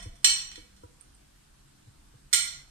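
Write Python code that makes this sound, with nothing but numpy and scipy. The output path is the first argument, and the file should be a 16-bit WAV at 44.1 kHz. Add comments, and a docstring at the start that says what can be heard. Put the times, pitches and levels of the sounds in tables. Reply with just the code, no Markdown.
"""A ceramic plate is already ringing from knife strikes, over a quiet kitchen hiss, rumble and hums.
The knife goes on cutting cake: strikes, light touches and a lay across the plate, each a noise crack
with dying sine modes. Thin ticks are short sine clicks; soft counter bumps pair a knock with a low boom.
A tiled room adds sparse reflections. Of two spaced microphones, the left is farther from the plate
and muffled in the treble."""
import sys
import numpy as np
from scipy import signal
from scipy.fft import rfft, irfft, next_fast_len
from scipy.io import wavfile
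from scipy.ndimage import uniform_filter1d

SR = 44100
rng = np.random.default_rng(int(sys.argv[2]) if len(sys.argv) > 2 else 0)


def pcm_store(signal):
    """Save signal as 16-bit PCM."""
    levels = np.round(np.clip(np.atleast_2d(signal), -1, 1) * 32767)
    wavfile.write(sys.argv[1], SR, levels.astype(np.int16).T)


N = 119070  # samples heard
LEAD = 13230  # samples of run-up, so earlier strikes are still ringing at the start

# Plate and blade modes: mode_hz
MODE_HZ = [390, 690, 930, 1415, 1910, 2060, 2270, 2540, 3015, 3080, 3440, 3650, 4130, 4225, 4295, 4430,
           4950, 5320, 5720, 5785, 5850, 6340, 6610, 6705, 7140, 7400, 8075, 8200, 8565, 8900, 9180, 9470,
           10400, 11100, 11900, 12700, 13100, 13550, 14800]
# Excitation and decay of each mode: centre_strike_db, rim_strike_db, t60_s (before the cap below)
MODE_STRIKES = [(-51, -22, 0.027), (-16, -31, 0.12), (-12.5, -27, 0.0083), (-22, -8.5, 0.089),
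                (-4.5, -14, 0.066), (-17.5, 6.5, 0.034), (-11, -3, .07), (-9.5, -24.5, .06),
                (-2.5, -18.5, 0.16), (-3, -12, .09), (-5.5, -4.5, .08), (-6, -12, .06), (6, -14, 0.028),
                (-5, -5, .1), (-3.5, -10, 0.074), (-3.5, -44, .08), (-18.5, -47, .06), (-2, -14, .07),
                (0, -1.5, .08), (2, -9.5, 0.054), (-3.5, -12, 0.1), (-21, -53, .06), (-8, 1, .08),
                (-11, -15.5, .1), (-14, -18, 0.037), (8.5, -0.5, 0.031), (-22.5, -8, 0.039), (8, -1.5, .1),
                (-13.5, -7, 0.064), (-13.5, 3, .08), (5.5, 2, 0.027), (-38, -14, 0.058), (-8, -27, .05),
                (-6, -14.5, 0.054), (-7, -10, 0.047), (-18, -16, .04), (-15, -11, 0.046), (-32, -26, .03),
                (-29, -8, 0.062)]
# Excitation of each mode with the blade pressed through cake: pressed_db
MODE_PRESSED_DB = [-36, -18, -26, -18, -14, -5, -7.5, -16, -8, -6, -6, -16, -22, -18, -22, -22, -18, -4.5,
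                   -5.5, -6, -11.5, -22.5, -22, -20, -24, -22, -7, -3.5, -6, -7, -9, -18, -26, -24, -28,
                   -28, -28, -32, -32]
# Knife on plate: start_s, level_db, contact_place (0 centre, 1 rim, 2 pressed), favoured_hz,
# fall_db (per octave away from favoured_hz), crack_db (relative to level_db)
KNIFE_BLOWS = [(-.06, -23.5, .1, 700, 11.5, -7.5), (-.12, -32, 2, 5500, 0, 4),
               (.026, -47.5, 1.45, 4000, 2.5, 3), (.155, -54.5, 1.6, 7200, 3, -8),
               (.2443, -20, 0.014, 4000, 3.4, 12), (.2475, -30, 0.3, 7400, -1, 13),
               (.5157, -46.5, 0.46, 2520, 11, 11), (.5566, -43.5, 0.33, 2300, 7.5, -12),
               (.7642, -60.5, 0.35, 4000, 5.5, 6), (2.3285, -27.5, 0.76, 4430, 1, 9),
               (2.3341, -23, 0.45, 8000, 0.1, 14), (2.3365, -29.5, .99, 8700, 1, -16),
               (2.345, -31, 0.82, 3430, 1.5, 16.5), (2.475, -37, 0.41, 4400, 16, -9),
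               (2.578, -63, 0.32, 4020, 12, 14)]
# Colour of the contact crack: pitch_hz, level_db
CRACK_COLOUR = [(250, -33), (450, -21.5), (700, -17), (1000, -11), (1300, -17), (1900, -5.5), (3000, -5.5),
                (6000, -6.5), (9000, 4.5), (10200, -17.5), (13000, -15.5), (15500, -28.5)]
LONGEST_T60_S, CRACK_T60_S, RISE_S = .1, 0.01, 0.0008

# Reverberation of the tiled kitchen: pitch_hz, t60_s
KITCHEN_DECAY = [(500, 0.84), (1300, 0.59), (3500, 0.5), (6500, 0.49), (9200, 0.38), (14000, 0.32)]
PLATE_ROOM_DB, TICK_ROOM_DB, KNOCK_ROOM_DB = 0, -5.5, -11.5  # sends into the room
ROOM_GAP_S = .003  # silence before the first reflection

# Treble muffling and tone of the left microphone: pitch_hz, level_db
LEFT_TONE = [(300, -6.1), (800, -5.5), (1500, -4), (2500, -6.5), (4400, 1.6), (6000, -1), (7200, -13.5),
             (8200, -17), (10000, -34), (12500, -19), (15500, -11)]
MIC_LAG = 26  # samples: plate and ticks late at the left, knocks late at the right
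KNOCK_LEFT_DB = -0.5

# Spectrum of the room hiss before its overall level is set: pitch_hz, density_db (per Hz)
AIR_SPECTRUM = [(15, -28.5), (25, -2.5), (45, -2.5), (62, -5), (85, -14), (105, -15.5), (140, -10.5),
                (170, -20.5), (250, -18), (310, -15.5), (400, -21), (600, -24.5), (950, -24.5), (1550, -25),
                (2100, -28), (5000, -28.5), (7000, -30), (8500, -27), (10000, -33), (12500, -35),
                (14000, -47), (15800, -71)]
# Left-right likeness of the hiss: pitch_hz, correlation (-1 to 1)
AIR_LIKENESS = [(60, 1), (99, -0.34), (160, 0.96), (270, 0.42), (450, -0.9), (740, -0.3), (1220, 0.19),
                (2010, 0.092), (3330, 0.2), (5500, -0.088), (9080, 0.01), (15000, -0.18)]
# Balance of the hiss: pitch_hz, left_minus_right_db
AIR_BALANCE = [(60, -1.5), (120, 4.5), (240, -0.5), (480, 2.5), (950, 0), (1890, -1), (3770, 1),
               (7520, -2.5), (15000, 1.5)]
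AIR_DB, PATCHY_DB = -59.5, 1.3

# Level of the deepest rumble: time_s, level_db
RUMBLE_LEVEL = [(0.0, -44), (0.04, -46), (0.13, -50.5), (0.2, -59), (0.62, -60), (0.7, -76), (2.65, -62),
                (2.7, -55.5)]
# Level of the low hum: time_s, level_db
HUM_LEVEL = [(0.0, -67), (.5, -68.5), (.8, -75.5), (1.24, -72.5), (1.5, -66.5), (1.9, -65.5), (2.0, -81),
             (2.15, -67), (2.7, -68.5)]
# Level of the fainter drone: time_s, level_db
DRONE_LEVEL = [(0.0, -55.5), (0.16, -74), (0.85, -68), (0.92, -81), (2.55, -73.5), (2.7, -103)]
HUM_HZ, DRONE_HZ, HUM_WIDTH_HZ = 137, 199.6, 10

# Bumps on the counter, left of the microphones: start_s, boom_db, boom_hz, knock_db,
# knock_tilt_db (per octave)
COUNTER_BUMPS = [(.054, -34, 94, -46.5, -6), (0.575, -49.5, 62, -46.5, -6), (.832, -43.5, 89, -43.5, 2),
                 (1.868, -44, 112.3, -64, -3), (2.136, -47.5, 123.6, -58.5, -6)]
# Modes of the knock: mode_hz, level_db (before tilt), t60_s (before the hold swells it)
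KNOCK_MODES = [(308.8, -4.5, 0.05), (487, 1, 0.039), (972, -5, 0.041), (1367, -12.5, .03)]
BOOM_LAG_S, BOOM_WIDTH_S, KNOCK_HOLD_S = .02, 0.0073, 0.014

# Thin high ticks: start_s, level_db, pitch_hz, bounce_after_s, bounce_db (relative to the click)
HIGH_TICKS = [(1.0106, -35, 9030, .0045, -4.5), (1.147, -45, 8630, .0042, 2.5),
              (1.2698, -58, 8200, .003, -10)]
TICK_WIDTH_S = 0.00032

GATE_DB, GATE_DEPTH_DB, GATE_SOFT_DB, GATE_S = -56, 5, 2., .03
CEILING, EDGE_HZ = .95, 15900  # peak limit of the squeeze, top of the band


def amp(db):
    """Turn decibels into a linear gain."""
    return 10 ** (np.asarray(db) / 20)


def evened(x):
    """Bring a signal to an RMS of one."""
    return x / np.sqrt(np.mean(x ** 2) + 1e-20)


def read(points, hz):
    """Read a curve between its points on a log frequency scale."""
    f, value = np.transpose(points)
    return np.interp(np.log(hz + 1), np.log(f + 1), value)


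def along(points):
    """Draw a gain curve over time, straight in dB between its points."""
    s, db = np.transpose(points)
    return amp(np.interp(np.arange(N) / SR, s, db))


def add(mix, s, sound):
    """Lay a sound into a mix, s seconds after the run-up ends."""
    part = mix[LEAD + round(s * SR):][:len(sound)]
    part += sound[:len(part)]


def coloured(x, points):
    """Equalise a sound with a curve of dB over frequency."""
    size = next_fast_len(len(x))
    gain = amp(read(points, np.fft.rfftfreq(size, 1 / SR)))
    return irfft(rfft(x, size) * gain, size)[:len(x)]


def ring(hz, db, t60, t, phase):
    """Sum sines that die exponentially, one per mode; phase is in cycles."""
    decay = amp(db[:, None] - 60 * t / t60[:, None])
    return (decay * np.sin(2 * np.pi * (hz[:, None] * t + phase[:, None]))).sum(0)


def plate_blow(level_db, place, favoured_hz, fall_db, crack_db):
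    """A short noise crack of contact, with the modes that this spot of the plate excites."""
    centre, rim, t60 = np.transpose(MODE_STRIKES)
    hz, t = np.array(MODE_HZ), np.arange(SR // 4) / SR
    # Slide from centre to rim, then from rim to pressed
    mode_db = centre + np.clip(place, 0, 1) * (rim - centre)
    mode_db = mode_db + np.clip(place - 1, 0, 1) * (MODE_PRESSED_DB - rim)
    mode_db = mode_db - fall_db * abs(np.log2(hz / favoured_hz))
    modes = ring(hz, mode_db, np.minimum(t60, LONGEST_T60_S), t, rng.random(len(hz)))
    colour = [(f, d - fall_db * abs(np.log2(f / favoured_hz))) for f, d in CRACK_COLOUR]
    noise = evened(coloured(rng.standard_normal(len(t)), colour))
    crack = noise * amp(crack_db - 60 * t / CRACK_T60_S)
    return amp(level_db) * np.minimum(t / RISE_S, 1) * (modes + crack)


def kitchen(x):
    """Sparse reflections of random sign, each band dying at its own speed."""
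    slots = np.arange(0, SR - 20, 20)
    taps = np.zeros((2, SR))
    # One reflection at a random spot in every 20 samples, drawn apart for each microphone
    spots = slots + rng.integers(0, 20, (2, len(slots)))
    signs = rng.choice([-1., 1.], (2, len(slots)))
    np.put_along_axis(taps, spots, signs, 1)
    taps[:, :round(ROOM_GAP_S * SR)] = 0
    hz, t, bands = signal.stft(taps, SR, nperseg=128)
    decay = amp(-60 * t / read(KITCHEN_DECAY, hz)[:, None])
    tail = signal.istft(bands * decay, SR, nperseg=128)[1]
    return signal.fftconvolve(x[None], tail / np.linalg.norm(tail[0]), axes=1)[:, :len(x)]


def air():
    """Steady room noise with faint patches; its left-right likeness varies with frequency."""
    frames, hz = N // 512 + 5, np.fft.rfftfreq(2048, 1 / SR)
    a, b, c, d, patches = rng.standard_normal((frames, 1025, 5)).T
    # Smooth the patches across frequency, then time
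    patches = uniform_filter1d(uniform_filter1d(patches, size=16, axis=0), size=6, axis=1)
    patches = evened(patches)
    same = np.clip(read(AIR_LIKENESS, hz), -1, 1)[:, None]
    left = a + 1j * b
    right = same * left + np.sqrt(1 - same ** 2) * (c + 1j * d)
    half = read(AIR_BALANCE, hz)[:, None] / 2
    shape_db = read(AIR_SPECTRUM, hz)[:, None] + PATCHY_DB * patches
    spectrum = np.array([left, right]) * amp(shape_db + np.array([half, -half]))
    return amp(AIR_DB) * evened(signal.istft(spectrum, nperseg=2048, noverlap=1536)[1][:, :N])


def lows():
    """Band-passed noise as a deep rumble, plus a hum and a drone, the same in both microphones."""
    band = signal.butter(2, [18, 45], "bandpass", fs=SR, output="sos")
    rumble = along(RUMBLE_LEVEL) * evened(signal.sosfilt(band, rng.standard_normal(N)))
    hum = along(HUM_LEVEL) * wavering(HUM_HZ)
    drone = along(DRONE_LEVEL) * wavering(DRONE_HZ)
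    return rumble + hum + drone


def wavering(hz):
    """A fuzzy tone: slow complex noise shifted up into a narrow band around hz."""
    b, c = rng.standard_normal((2, N))
    drift = signal.lfilter([1], [1, -np.exp(-np.pi * HUM_WIDTH_HZ / SR)], b + 1j * c)
    return evened((drift * np.exp(2j * np.pi * hz * np.arange(N) / SR)).real)


def counter_bump(boom_db, boom_hz, knock_db, tilt_db):
    """A wooden knock of dying modes, and a short low boom under a bell-shaped swell."""
    t = np.arange(SR // 4) / SR
    hz, db, t60 = np.transpose(KNOCK_MODES)
    since_peak = t - BOOM_LAG_S
    swell = np.exp(-.5 * (since_peak / BOOM_WIDTH_S) ** 2)
    boom = amp(boom_db) * swell * np.sin(2 * np.pi * boom_hz * since_peak + 2.8)
    onset = np.sin(np.pi / 2 * np.minimum(t / .006, 1)) ** 2
    held = (1 + t / KNOCK_HOLD_S) ** 2 * onset
    knock = amp(knock_db) * held * ring(hz, db + tilt_db * np.log2(hz / 490), t60, t, 0 * hz)
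    return boom, knock


def tick(level_db, hz, bounce_s, bounce_db):
    """A tiny bright click, a sine in a bell-shaped envelope, and its bounce."""
    t = np.arange(1024) / SR
    envelope = np.exp(-.5 * (t / TICK_WIDTH_S - 2) ** 2)
    click = amp(level_db) * envelope * np.sin(2 * np.pi * hz * t)
    return click + amp(bounce_db) * np.roll(click, round(bounce_s * SR))


def scene():
    """Place every contact, add the room, and pick it all up at two microphones."""
    plate, ticks, booms, knocks = np.zeros((4, LEAD + N))
    for s, *row in KNIFE_BLOWS:
        add(plate, s, plate_blow(*row))
    for s, *row in HIGH_TICKS:
        add(ticks, s, tick(*row))
    for s, *row in COUNTER_BUMPS:
        boom, knock = counter_bump(*row)
        add(booms, s, boom)
        add(knocks, s, knock)
    send = amp(PLATE_ROOM_DB) * plate + amp(TICK_ROOM_DB) * ticks + amp(KNOCK_ROOM_DB) * knocks
    direct = plate + ticks
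    left, right = np.array([np.roll(direct, MIC_LAG), direct]) + kitchen(send)
    left = coloured(left, LEFT_TONE) + amp(KNOCK_LEFT_DB) * knocks
    right = right + np.roll(knocks, MIC_LAG)
    return (np.array([left, right]) + booms)[:, LEAD:] + air() + lows()


def record(dry):
    """A soft gate lifts loud treble above quiet treble; peaks are squeezed; then the band limit."""
    treble_filter = signal.firwin(255, 900, pass_zero=False, fs=SR)
    treble = signal.oaconvolve(dry, treble_filter[None], "same")
    power = uniform_filter1d((treble ** 2).mean(0), round(GATE_S * SR))
    power_db = 10 * np.log10(abs(power) + 1e-12)
    opened = amp(GATE_DEPTH_DB / (1 + np.exp((GATE_DB - power_db) / GATE_SOFT_DB)))
    gated = CEILING * np.tanh((dry + (opened - 1) * treble) / CEILING)
    band_limit = signal.firwin(511, EDGE_HZ, window=("kaiser", 9), fs=SR)
    return signal.oaconvolve(gated, band_limit[None], "same")


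dry = scene()
out = record(dry)
pcm_store(out)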